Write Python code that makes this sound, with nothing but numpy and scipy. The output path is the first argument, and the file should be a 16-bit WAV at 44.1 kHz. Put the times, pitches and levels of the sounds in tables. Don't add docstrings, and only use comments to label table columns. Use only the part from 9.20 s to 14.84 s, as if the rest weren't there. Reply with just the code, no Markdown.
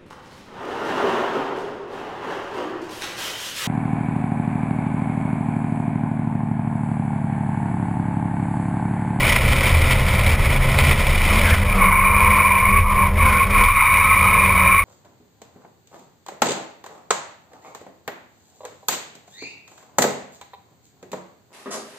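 import sys
import numpy as np
from scipy.fft import rfft, irfft, next_fast_len
from scipy.io import wavfile
from scipy.ndimage import uniform_filter1d, map_coordinates

SR = 44100
rng = np.random.default_rng(int(sys.argv[2]) if len(sys.argv) > 2 else 0)


def to_wav(s):
    ch = np.atleast_2d(s).T
    pcm = np.round(np.clip(ch, -1, 1) * 32767)
    wavfile.write(sys.argv[1], SR, pcm.astype(np.int16))


N = 248724


def engine(crank, crank_hz, load_db, upper_db=-40.5, cruise_hz=97.2):
    # f/Hz, level/dB
    drone_colour = [(125, -22.5), (136, -25), (150, -29), (185, -28.5), (200, -27), (235, -29.5)]
    # f/Hz, gain/dB
    pipe_colour = [(90, 5), (200, 7.5), (260, -12), (320, -15.5), (400, 2), (450, -4), (500, 5), (600, 1),
                   (700, -10), (800, -16), (1000, 4), (1200, -10)]
    drone_db = along(drone_colour, 2 * crank_hz) + 0.84 * load_db + 2.13 * wobble(28)
    drone = amp(drone_db) * np.sin(2 * crank)
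    upper = np.zeros(N)
    for order in np.r_[1.5, np.arange(2.5, 10.5, .5)]:
        db = along(pipe_colour, order * crank_hz) - 9.7 * (order % 1 > 0) + 2.7 * wobble(24)
        upper += amp(db) * np.sin(order * crank + 2 * np.pi * rng.random())
    revs_db = 3.5 * np.log2(crank_hz / cruise_hz)
    return drone + amp(upper_db + 0.78 * load_db + revs_db) * upper


def engine_load(answer_s=0.026, recover_s=0.03):
    # start/s, end/s, load/dB
    pedal = [(1.42, 1.714, 2.5), (1.91, 2.006, -3), (2.09, 2.28, 2), (2.56, 2.67, 6), (3.216, 3.48, -1),
             (3.605, 3.67, -6), (3.74, 4.12, 1.5), (4.201, 4.254, -3), (4.46, 4.661, -14.5),
             (4.72, 4.96, -5.5), (5.283, 5.45, 2), (5.58, 5.64, -11)]
    return sum(db * held(start, end, answer_s, recover_s) for start, end, db in pedal)


def tyres(judder_db=1.02):
    # f/Hz, level/dB
    scrub_colour = [(700, -17.5), (1400, 1.5), (1700, -0.5), (2000, 5.5), (2350, 7), (2520, -16),
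                    (2700, -2.5), (3000, -3.5), (3150, -33), (3400, -17.5), (3800, -10.5), (4020, -19),
                    (5400, -28), (5800, -16)]
    screech_colour = [(1850, 0.5), (2130, 0), (2240, 6), (2290, -0.5), (2350, 2), (2500, 2),
                      (2680, -11.5)]
    squeal_gain, screech_gain, shrill_gain, pitch, scatter = slides()
    core = tread(pitch, scatter * 0.336, slip_rate=130, flutter_db=3, count=1)
    fringe = tread(pitch, scatter * 1.15, slip_rate=170, flutter_db=3.5, count=6)
    squeal = steadied(fringe + amp(-1.5) * core, seconds=0.084)
    high_mode = tread(2295 + .5 * (pitch - 1065), scatter=.055, slip_rate=230, flutter_db=4.5, count=5)
    screech = steadied(coloured(high_mode, screech_colour), seconds=0.055)
    shrill = tread(3750, scatter=.022, slip_rate=200, flutter_db=3, count=3)
    scrub = amp(-8) * steadied(noise(scrub_colour) * amp(0.48 * wobble(120)), seconds=0.021)
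    judder = amp(judder_db * wobble(35))
    return judder * (squeal_gain * squeal + screech_gain * (screech + scrub) + shrill_gain * shrill)


def slides(break_s=.033, release_s=0.031, full_scatter=.06):
    # start/s, end/s, f/Hz, regrip/0-1, squeal/dB, screech/dB, shrill/dB relative to screech
    skids = [(2.079, 2.154, 1083, 0.03, -28, -27.5, -30), (2.247, 2.334, 1090, 0, -39, -25, -32),
             (2.47, 2.531, 1056, 0.01, -29, -24.5, -33), (2.598, 3.589, 1060, 0.99, -17.5, -19, -39),
             (3.66, 3.77, 1055, 0, -20.5, -28.5, -35), (3.78, 3.856, 1028, 0.02, -16.5, -22, -34),
             (3.991, 4.233, 1046, 0.92, -18.5, -20, -29), (4.324, 4.512, 1062, 0.19, -18, -19, -31),
             (4.55, 5.32, 1075, 0, -18.5, -17.5, -25.5), (5.349, 5.6, 1059, .9, -18, -17.5, -26.5)]
    bite_hz, bite_s = 50.32, .04
    regrip_hz, regrip_s, narrowing, regrip_db = 49.7, .09, 0.691, 1
    t = np.arange(N) / SR
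    squeal, screech, shrill, pitch, scatter = np.zeros((5, N))
    for start, end, hz, regrip, squeal_db, screech_db, shrill_db in skids:
        slip = held(start, end, break_s, release_s)
        bite = np.exp(-np.maximum(t - start, 0) / bite_s)
        grip = regrip * np.exp(-(np.minimum(t - end, 0) / regrip_s) ** 2)
        begun = t > start - break_s
        pitch = np.where(begun, hz + bite_hz * bite + regrip_hz * grip, pitch)
        scatter = np.where(begun, full_scatter * (1 - narrowing * grip), scatter)
        squeal = np.maximum(squeal, slip * amp(squeal_db + regrip_db * grip))
        screech = np.maximum(screech, slip * amp(screech_db))
        shrill = np.maximum(shrill, slip * amp(screech_db + shrill_db))
    return squeal, screech, shrill, pitch, scatter


def tread(pitch, scatter, slip_rate, flutter_db, count):
    patches = np.zeros(N)
    for _ in range(count):
        strength = amp(flutter_db * wobble(slip_rate))
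        hz = pitch * (1 + scatter * wobble(slip_rate))
        patches += strength * np.sin(phase_of(hz))
    return unit(patches)


def high_tyre(attack_s=0.027, release_s=0.058):
    # start/s, end/s, f/Hz, level/dB, scatter/share of the pitch
    squeals = [(2.25, 2.326, 1630, -26, .085), (2.519, 3.2, 1280, -29.5, .08),
               (4.052, 4.18, 1370, -27, .075), (4.35, 4.45, 1350, -28.5, .07),
               (4.553, 4.722, 1267, -31, .015), (4.83, 4.929, 1275, -23.5, .015),
               (5.04, 5.12, 1258, -24, .016), (5.349, 5.538, 1287, -29, .03)]
    sound = np.zeros(N)
    for start, end, hz, db, scatter in squeals:
        envelope = amp(db) * held(start, end, attack_s, release_s)
        sound += envelope * tread(hz, scatter, slip_rate=140, flutter_db=3, count=3)
    return sound


def buffeting():
    # t/s, throb/dB, boom/dB
    ride = [(0, -28, -27.6), (0.25, -22.5, -20.5), (1.15, -22.5, -19.5), (1.4, -19, -23.5),
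            (1.7, -23, -17.5), (2.05, -17, -24), (2.35, -23.5, -17.4), (2.55, -18.5, -25),
            (3.15, -28.5, -23), (3.4, -32, -25), (3.6, -18.5, -19.0), (3.8, -28, -24), (4.02, -20, -17),
            (4.2, -30.8, -24), (4.38, -17, -22), (4.65, -32.5, -28.1), (5.45, -29.6, -23.0),
            (5.64, -31, -30)]
    # f/Hz, level/dB
    throb_colour = [(12, -34), (22, -9), (30, 9.5), (40, 0), (55, -10.5), (90, -67), (200, -92)]
    # f/Hz, level/dB
    boom_colour = [(35, -13), (60, -9.5), (80, 5.5), (100, -5.5), (125, -16), (170, -22), (330, -57),
                   (1500, -110)]
    # t/s, length/s, gain/dB
    heaves = [(.55, 0.079, 3.5), (1.11, .06, 5.5), (1.27, 0.052, 6), (1.35, 0.071, -8), (2.33, .05, 3),
              (3.61, 0.039, 5), (3.69, 0.089, -3), (4.07, 0.09, 1.5), (5.04, .06, 5)]
    throb_db, boom_db = curves(ride)
    throb = amp(throb_db + 0.35 + 1.1 * wobble(12)) * steadied(noise(throb_colour), seconds=0.074)
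    boom_gain = amp(boom_db + 0.1 + swells(heaves) + 1.6 * wobble(11))
    return throb + boom_gain * steadied(noise(boom_colour), seconds=0.068)


def wind_strength(breeze_db=-41.5, swirl_db=1.03):
    # t/s, level/dB
    trend = [(0, -37.5), (0.5, -39.5), (1.3, -41.5), (1.65, -41), (1.95, -40.5), (2.3, -38), (2.45, -47),
             (2.85, -55), (3.05, -47), (3.55, -53.5), (3.7, -50.5), (3.92, -53), (4.08, -45.2), (4.25, -49),
             (4.4, -44), (4.55, -50.5), (5.05, -48), (5.64, -51)]
    # t/s, length/s, gain/dB
    rises_and_dips = [(.12, .06, 2), (.168, 0.016, 6), (0.22, 0.07, -5), (0.473, 0.02, 5.5),
                      (0.721, 0.035, 7), (0.844, 0.04, -4.5), (1.085, 0.033, 3), (1.175, 0.064, -6),
                      (1.405, 0.035, -8), (1.686, 0.12, 3.5), (1.765, .03, -6), (1.845, .03, -4),
                      (3.66, 0.076, -4), (3.93, .06, -4)]
    trend_db, = curves(trend)
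    return trend_db - breeze_db + swells(rises_and_dips) + swirl_db * wobble(25.1)


def window_rush(wind_db, load_db, eddies):
    # f/Hz, level/dB
    colour = [(880, -18), (1500, -10), (1560, -30), (1800, -15), (1970, -0.5), (2140, -0.5), (2330, 1.5),
              (2790, -12), (2920, -9), (3270, -10), (3750, -13), (4210, -20), (5380, -17.5), (5900, -23),
              (7670, -58), (13000, -120)]
    flutter = amp(2.13 * eddies + 1.56 * wobble(260))
    rush = steadied(unit(noise(colour) * flutter), seconds=0.037)
    return amp(-24.5 + wind_db + .15 * load_db) * rush


def air_slaps(attack_s=0.00024, t60_s=0.019):
    # t/s, level/dB
    hits = [(0.457, -12), (1.064, -9.5), (1.078, -14), (1.588, -4), (1.868, -9), (2.194, -14), (4.438, -11)]
    colour = [(200, -11), (900, 3.5), (1600, -9), (2300, 10), (2800, -6.5), (3800, -2),
              (5800, -22.5)]
    t = np.arange(N) / SR
    envelope = np.zeros(N)
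    for start, db in hits:
        age = np.maximum(t - start, 0)
        envelope += amp(db - 1.5 - 60 * age / t60_s) * (1 - np.exp(-age / attack_s))
    return envelope * noise(colour)


def road_roar(crank, wind_db, load_db, eddies):
    # f/Hz, level/dB
    colour = [(200, -20), (330, -11.5), (440, -7), (520, 2.5), (650, 1), (780, -3), (900, -0.5),
              (1050, 4.5), (1170, -3.5), (1300, 1), (1600, -7.5), (2000, 1), (2700, -16), (4000, -49)]
    rasp = 1 + 0.091 * np.sin(2 * crank)
    roar = steadied(unit(noise(colour) * rasp * amp(1.5 * eddies)), seconds=0.066)
    return amp(-26.5 + 0.46 * wind_db + 0.47 * load_db) * roar


def door_drumming(wind_db, load_db):
    # f/Hz, level/dB
    colour = [(60, -19), (110, 9), (150, 5), (190, 6.5), (240, 3), (300, -2), (370, -6), (450, -8.5),
              (900, -47)]
    return amp(-30.5 + 0.62 * wind_db + 0.46 * load_db) * steadied(noise(colour), seconds=0.08)


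def housing(sound):
    # f/Hz, width/Hz, gain/dB
    bands = [(1650, 30, -3), (1685, 25, 5.5), (2400, 17, 4), (2820, 100, -2.5), (2930, 48, 4.5),
             (3250, 60, -2), (3280, 54, 2), (3450, 61, -2.5), (4480, 47, 5), (4560, 60, 0.5), (5000, 90, 0),
             (5250, 71, 2.5)]
    return filtered(sound, lambda hz: amp(sum(db * np.exp(-((hz - centre) / width) ** 2)
                                              for centre, width, db in bands)))


def amp(db):
    return 10 ** (np.asarray(db) / 20)


def unit(x):
    return x / np.sqrt(np.mean(x ** 2) + 1e-20)


def curves(rows):
    times, *columns = np.transpose(rows)
    return [np.interp(np.arange(N) / SR, times, column) for column in columns]


def along(points, hz):
    freqs, values = np.transpose(points)
    return np.interp(np.log(hz + 1), np.log(freqs + 1), values)


def held(start, end, attack, release):
    t = np.arange(N) / SR
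    rise = np.minimum(t - start - attack / 2, 0) / attack
    return np.exp(-rise ** 2 - np.maximum(t - end, 0) / release)


def swells(rows):
    t = np.arange(N) / SR
    return sum(db * np.exp(-(2 * (t - centre) / length) ** 2) for centre, length, db in rows)


def wobble(rate):
    knots = rng.standard_normal(int(N * rate / SR) + 4)
    return map_coordinates(knots, [np.arange(N) * rate / SR])


def phase_of(hz):
    return 2 * np.pi * np.cumsum(hz) / SR


def filtered(x, response):
    size = next_fast_len(N + SR // 2)
    return irfft(rfft(x, size) * response(np.fft.rfftfreq(size, 1 / SR)), size)[:N]


def coloured(x, points):
    return unit(filtered(x, lambda hz: amp(along(points, hz))))


def noise(points):
    return coloured(rng.standard_normal(N), points)


def steadied(x, seconds):
    power = np.abs(uniform_filter1d(x * x, max(int(seconds * SR), 2)))
    return x / np.sqrt(power + 1e-4)


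def scene():
    # t/s, f/Hz
    revs = [(0.06, 64.4), (1.39, 66.2), (1.92, 70.2), (2.02, 75.3), (2.13, 100.9), (2.2, 116), (2.34, 101),
            (2.73, 93.4), (3.1, 101.3), (3.39, 95.6), (3.62, 102.4), (3.9, 95.2), (4.04, 107.1),
            (4.21, 95.16), (4.33, 101), (4.75, 90.15), (5.3, 96), (5.64, 88)]
    crank_hz, = curves(revs)
    load_db = engine_load()
    crank = phase_of(crank_hz * (1 + .002 * wobble(29.93)))
    cabin = engine(crank, crank_hz, load_db)
    wind_db = wind_strength()
    cabin += buffeting() + door_drumming(wind_db, load_db)
    eddies = wobble(70)
    cabin += road_roar(crank, wind_db, load_db, eddies) + window_rush(wind_db, load_db, eddies)
    cabin += tyres() + high_tyre() + air_slaps()
    housed = housing(cabin)
    return np.array([housed, housed])


def record(dry, hold_hz=12000, mirror_db=-0.5, cutoff_hz=5800, top_hz=15300):
    dulled = filtered(dry[0], lambda hz: 1 / np.sqrt(1 + (hz / cutoff_hz) ** 40))
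    rounded = dulled / (1 + np.abs(dulled) ** 8) ** (1 / 8)
    clock = np.cos(2 * np.pi * hold_hz * np.arange(N) / SR)
    mirrored = rounded * (1 + 2 * amp(mirror_db) * clock)
    out = filtered(mirrored, lambda hz: np.sinc(hz / hold_hz) * (hz < top_hz))
    return np.array([out, out])


dry = scene()
out = record(dry)
to_wav(out)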